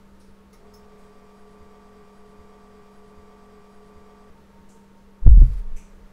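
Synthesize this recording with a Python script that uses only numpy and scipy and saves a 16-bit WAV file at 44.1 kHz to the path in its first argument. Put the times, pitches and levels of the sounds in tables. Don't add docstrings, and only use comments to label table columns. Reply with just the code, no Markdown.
import sys
import numpy as np
from scipy import signal
from scipy.fft import rfft, irfft, next_fast_len
from scipy.io import wavfile
from scipy.ndimage import uniform_filter1d, map_coordinates

SR = 44100
rng = np.random.default_rng(int(sys.argv[2]) if len(sys.argv) > 2 else 0)


def digitize_waveform(pressure):
    field = np.atleast_2d(pressure).T
    bounded = np.clip(field, -1, 1)
    quanta = np.round(bounded * 32767).astype(np.int16)
    wavfile.write(sys.argv[1], SR, quanta)


def linear_from_db(decibels):
    return 10 ** (np.asarray(decibels, float) / 20)


N = 270271
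T = np.arange(N) / SR
STOP_S = 4.3


def unit(x):
    return x / np.sqrt(np.mean(x ** 2) + 1e-20)


def wobble(rate):
    coarse = T[::32]
    knots = rng.standard_normal(int(N * rate / SR) + 4)
    return np.interp(T, coarse, map_coordinates(knots, [coarse * rate]))


def noise(gain):
    m = next_fast_len(N)
    hz = np.fft.rfftfreq(m, 1 / SR) + 1
    white = rng.standard_normal(len(hz)) + 1j * rng.standard_normal(len(hz))
    return unit(irfft(white * gain(hz), m)[:N])


def shape(points):
    f, db = np.transpose(points)
    return lambda hz: linear_from_db(np.interp(np.log(hz), np.log(f), db, -120, -120))


def peak(centre_hz, width_hz):
    return lambda hz: 1 / (1 + ((hz - centre_hz) / (width_hz / 2)) ** 2)


def resonances(modes):
    return sum(linear_from_db(db) * noise(peak(hz, width_hz)) for hz, width_hz, db in modes)


def tone(hz):
    return np.sqrt(2) * np.sin(2 * np.pi * (np.cumsum(hz + 0 * T) / SR + rng.random()))


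def bell(s, width):
    return np.exp(-((T - s) / width) ** 2)


def held(start, attack, hold, release_db, db):
    rise = np.sin(np.pi / 2 * np.clip((T - start) / attack, 0, 1)) ** 2
    fall_db = release_db * np.maximum(T - start - attack - hold, 0)
    return uniform_filter1d(rise * linear_from_db(db - fall_db), size=300)


# t/s, level/dB over rest
SHUDDERS = [
    (.13, 7),
    (.3, 7),
    (.72, 8),
    (1.06, 5),
    (1.33, 3),
    (1.63, 6),
    (4.32, 6),
    (4.75, 4),
    (5.97, 2),
]
# f/Hz, width/Hz, level/dB
CASE_MODES = [(435.6, 58, -2.5), (908, 81, -8.5), (1103, 14, -15.5)]
# f/Hz, level/dB per Hz
AIR_COLOUR = [(59, -55), (100, -13), (166, -8.5), (201, -10.5), (265, -14), (356, -14.5), (579, -14.5),
              (671, -18), (903, -24.5), (1240, -18), (1350, -21.5), (2710, -30.5), (15700, -45.5)]


def fan():
    shudder_db = sum(db * bell(s, .045) for s, db in SHUDDERS)
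    sag_db = -20 * bell(.605, .03)
    blade_db = -55.3 + sag_db + 0.32 * wobble(25)
    blade = linear_from_db(blade_db) * tone(197.7 + 0.71 * wobble(8))

    stirred = held(start=5.15, attack=.3, hold=.2, release_db=4, db=-60)
    air_level = np.hypot(linear_from_db(-58.3), stirred)
    air = air_level * linear_from_db(0.4 * wobble(1.8)) * noise(lambda hz: shape(AIR_COLOUR)(hz) * (hz > 100))

    case = linear_from_db(-60) * resonances(CASE_MODES)
    frame_boom = linear_from_db(-62 + shudder_db) * noise(peak(70.6, 20))
    desk_rumble = linear_from_db(-59 + .4 * shudder_db + 2.5 * wobble(9)) * noise(peak(30, 40))
    slow_rumble = linear_from_db(-54) * noise(peak(6, 15))
    return blade + air + case + frame_boom + desk_rumble + slow_rumble


# t/s, level/dB, time to fade by 60 dB/s, f/Hz, width/Hz
CLICKS = [(.195, -67, .5, 9300, 3000), (.2, -64, 0.45, 4930, 3000), (.528, -64, 0.19, 10300, 3000),
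          (.528, -65, 0.17, 14500, 4000), (.528, -59, .2, 5000, 5000), (.738, -61, .2, 5700, 2000),
          (.738, -62, 0.2, 11500, 5000), (.98, -69, .6, 8000, 8000), (4.688, -60, 0.52, 7300, 4480),
          (4.97, -73, 0.39, 5500, 4000), (5.762, -57.5, 0.5, 6800, 2800), (5.764, -63.5, .3, 11000, 4000),
          (5.762, -58.5, 0.49, 2330, 1200)]
# (t/s, level/dB, time to fade by 60 dB/s),
# then a list of f/Hz, width/Hz, level/dB
RINGING_PARTS = [
    ((0.529, -57, .2), [(1230, 80, 0), (1880, 120, -6), (2120, 120, -5), (5500, 400, -6), (6500, 120, -10), (10100, 200, -11)]),
    ((0.737, -58.5, .22), [(5270, 90, 3.5), (5600, 300, -3), (6480, 90, -3), (7300, 200, -11), (10900, 400, -8), (12600, 400, -10), (15600, 150, -8)]),
    ((5.764, -59.5, 0.45), [(2430, 200, -2), (6000, 370, 0), (8000, 500, -2), (9870, 200, -10)]),
]


def clicks():
    def dying(s, db, t60):
        age = np.maximum(T - s, 0)
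        return linear_from_db(db - 60 * age / t60) * (1 - np.exp(-age / 0.0025))

    out = 0
    for s, db, t60, hz, width_hz in CLICKS:
        out = out + dying(s, db, t60) * noise(peak(hz, width_hz))
    for start, modes in RINGING_PARTS:
        out += dying(*start) * resonances(modes)
    return out


# t/s, length/s, f/Hz, glide/Hz, arch of the pitch/Hz
SQUEAKS = [
    (1.34, .04, 9750, 100, 350),
    (1.38, .045, 9800, 1000, 100),
    (1.487, .068, 9350, -650, 850),
]


def lead_screw():
    out = 0
    for (s, length, hz, glide_hz, arch_hz), db in zip(SQUEAKS, (-82, -75, -77)):
        u = np.clip((T - s) / length, 0, 1)
        arch = np.sin(np.pi * u)
        out = out + linear_from_db(db + 1.5 * wobble(40)) * arch * tone(hz + glide_hz * u + arch_hz * arch)
    return out


def holding_whine():
    beat_db = -9 * np.sin(np.pi * 4.7 * (T - 4.57)) ** 2
    hold_db = -61 - 4 * (T - STOP_S) + beat_db
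    return (T > STOP_S) * linear_from_db(hold_db + 1.1 * wobble(30)) * tone(917 + 2.5 * wobble(15))


# t/s, share of full speed
MOTOR_SPEED = [
    (0, .75),
    (.53, .75),
    (.6, .9),
    (.67, 1),
    (7, 1),
]
# f/Hz, level/dB
STEP_TONES = [(242.2, -70), (419.9, -55), (522.2, -74), (559.9, -74), (699.8, -65.5), (742.9, -70.5),
              (839.8, -77), (882.8, -76), (909.8, -72.5), (979.8, -78)]
# f/Hz, level/dB
FRAME_TONES = [(1023, -72), (1120, -74), (1163, -62), (1260, -78), (1303, -78), (1497, -82), (1912, -82),
               (2368, -86), (2423, -85), (1443, -78), (1583, -77), (1863, -81), (2196, -85), (2466, -84)]
# f/Hz, level/dB
DRIVER_TONES = [(2745, -88), (3165, -88), (3736, -88.5), (4005, -91), (4603, -90), (4743, -81.5),
                (4883, -90), (5163, -91), (5351, -89), (5626, -90), (5766, -93), (6600, -94), (7908, -94),
                (8188, -95)]
# f/Hz, level/dB
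FAINT_DRIVER_TONES = [(2880, -91), (3020, -93), (3359, -91), (3692, -93), (4155, -93), (5307, -94),
                      (6045, -98), (7348, -98), (7488, -97), (7757, -96), (8048, -97)]
# f/Hz, level/dB per Hz
RAIL_COLOUR = [(300, -24), (500, 1), (900, -0.5), (1250, 1.5), (1340, -10), (1500, -6), (1700, -14.5),
               (1900, -6), (2450, -8.5), (2600, -21), (5000, -22.5), (8000, -23.5), (11000, -30)]
# f/Hz, width/Hz, level/dB
SHELL_MODES = [(3380, 340, -0.5), (5450, 410, -5), (6680, 250, -6.5), (7900, 1100, -2.5)]


def stepper():
    speed = np.interp(T, *np.transpose(MOTOR_SPEED))
    lag = 1 - speed
    running = np.clip((T - .53) / 0.016, 0, 1) * np.clip((STOP_S - T) / .01, 0, 1)
    lock_s = .68
    surge_db = 4 * bell(lock_s, .05)
    load_db = -3 * np.exp(-np.maximum(T - lock_s, 0) / .4)

    out = linear_from_db(-64 + load_db + 0.6 * wobble(11.2)) * noise(shape(RAIL_COLOUR))

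    step_hz = 140
    pause_db = -10 * np.cos(np.pi * step_hz / 16 * (T - 1.45)) ** 16
    hiss_per_step = 1 + .5 * tone(step_hz * speed)
    shell = 0
    for hz, width_hz, db in SHELL_MODES:
        shell = shell + linear_from_db(db - 82.5 + .6 * pause_db + 1.5 * wobble(13.9)) * noise(peak(hz, width_hz))
    out += hiss_per_step * shell

    families = (
        (STEP_TONES, -55 - 70 * lag + surge_db + .6 * load_db),
        (FRAME_TONES, -61.8 - 160 * lag + load_db),
        (DRIVER_TONES + FAINT_DRIVER_TONES, -79.5 - 60 * lag + pause_db),
    )
    for lines, level_db in families:
        top_db = max(db for hz, db in lines)
        for hz, db in lines:
            flicker_db = 1.1 * wobble(25.13)
            pitch_hz = hz * speed * (1 + 0.00044 * wobble(18))
            out += linear_from_db(level_db + db - top_db + flicker_db) * tone(pitch_hz)

    growl = noise(lambda hz: peak(400, 150)(hz) + .6 * peak(650, 200)(hz))
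    out += linear_from_db(-66) * np.sqrt(4 * lag) * growl
    return out * running + lead_screw() + holding_whine()


# t/s, level/dB, width/s, direction
AIR_PUSHES = [
    (4.31, -40, .005, -1),
    (5.233, -16, .007, -1),
    (5.262, -9, .008, -1),
    (5.2935, -9, .004, -1),
    (5.3, -5, .014, -1),
    (5.412, -10, .004, -1),
]
# t/s, level/dB, width/s, direction, ring of the housing/dB
BLOWS = [
    (5.2712, 11.2, .0053, 1, -7),
    (5.376, -30, .0018, -1, -12.5),
    (5.4205, -12.5, .0032, 1, -13.5),
]
# f/Hz, level/dB per Hz
RUSTLE_COLOUR = [(600, -30), (1200, -7), (2000, -8.5), (3300, -15.5), (4800, -13), (6000, -18.5),
                 (11000, -18.5), (15700, -29)]


def jolt():
    out = sum(way * linear_from_db(db) * bell(s, width) for s, db, width, way in AIR_PUSHES)
    housing_hz, housing_t60 = 61, .28
    lid_hz, lid_t60 = 120, .15
    for s, db, width, way, ring_db in BLOWS:
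        age = np.maximum(T - s, 0)
        dying = linear_from_db(-60 * age ** 2 / (age + width) / housing_t60)
        ring = np.where(T < s, bell(s, width), dying * np.cos(2 * np.pi * housing_hz * age))
        lid_rise = np.sin(np.pi * np.minimum(age * lid_hz, .5)) ** 2
        lid = linear_from_db(-14 - 60 * age / lid_t60) * lid_rise * np.sin(2 * np.pi * lid_hz * age)
        out += way * (linear_from_db(db) * bell(s, width) + linear_from_db(ring_db) * ring - lid)

    tight_hz, slack_hz, slacken_s = 57, 31, .04
    free = T - 5.322
    slackened = 1 - np.exp(-np.maximum(free, -slacken_s) / slacken_s)
    turns = slack_hz * free + (tight_hz - slack_hz) * slacken_s * slackened
    out += held(start=5.302, attack=.02, hold=.113, release_db=500, db=-3.5) * np.cos(2 * np.pi * turns)

    sway = held(start=5.46, attack=.03, hold=.26, release_db=450, db=-26)
    settling = held(start=5.2, attack=.05, hold=.8, release_db=40, db=-44)
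    out += (.5 * sway + settling) * noise(lambda hz: peak(22, 30)(hz) * peak(0, 110)(hz))
    slowing = 1 + np.exp(np.minimum((T - 5.62) / .025, 50))
    out += sway * tone(14 + (44 - 14) / slowing + 3 * wobble(12))

    rattle = held(start=5.25, attack=.1, hold=.11, release_db=160, db=-25.5)
    out += rattle * noise(shape([(40, -30), (58, 0), (85, 0), (120, -2), (190, -20), (280, -36), (500, -62)]))

    rustle = held(start=5.31, attack=.1, hold=.04, release_db=45, db=-58.5)
    rustle_db = 2.5 * wobble(45) - 90 * np.maximum(T - 5.6, 0)
    return out + rustle * linear_from_db(rustle_db) * noise(shape(RUSTLE_COLOUR))


def scene():
    printer = fan() + clicks() + stepper()
    i = np.arange(N)
    start, length = round(1.25 * SR), 34579
    inside = (i > start + length) & (T < STOP_S)
    place = (i - start) % length
    fade = np.clip(place / (.008 * SR), 0, 1) * np.pi / 2
    again = np.sin(fade) * printer[start + place] + np.cos(fade) * printer[start + place + length]
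    return (np.where(inside, again, printer) + jolt())[None]


def band_limit(x):
    return signal.sosfilt(signal.butter(12, 16480, fs=SR, output="sos"), x)


def record(dry):
    spectrum = rfft(np.clip(dry, -1, 1))
    spectrum = spectrum * (np.fft.rfftfreq(N, 1 / SR) < 15750)
    mix = np.clip(irfft(spectrum, N), -1, 1)
    return band_limit(mix)


dry = scene()
out = record(dry)
digitize_waveform(out)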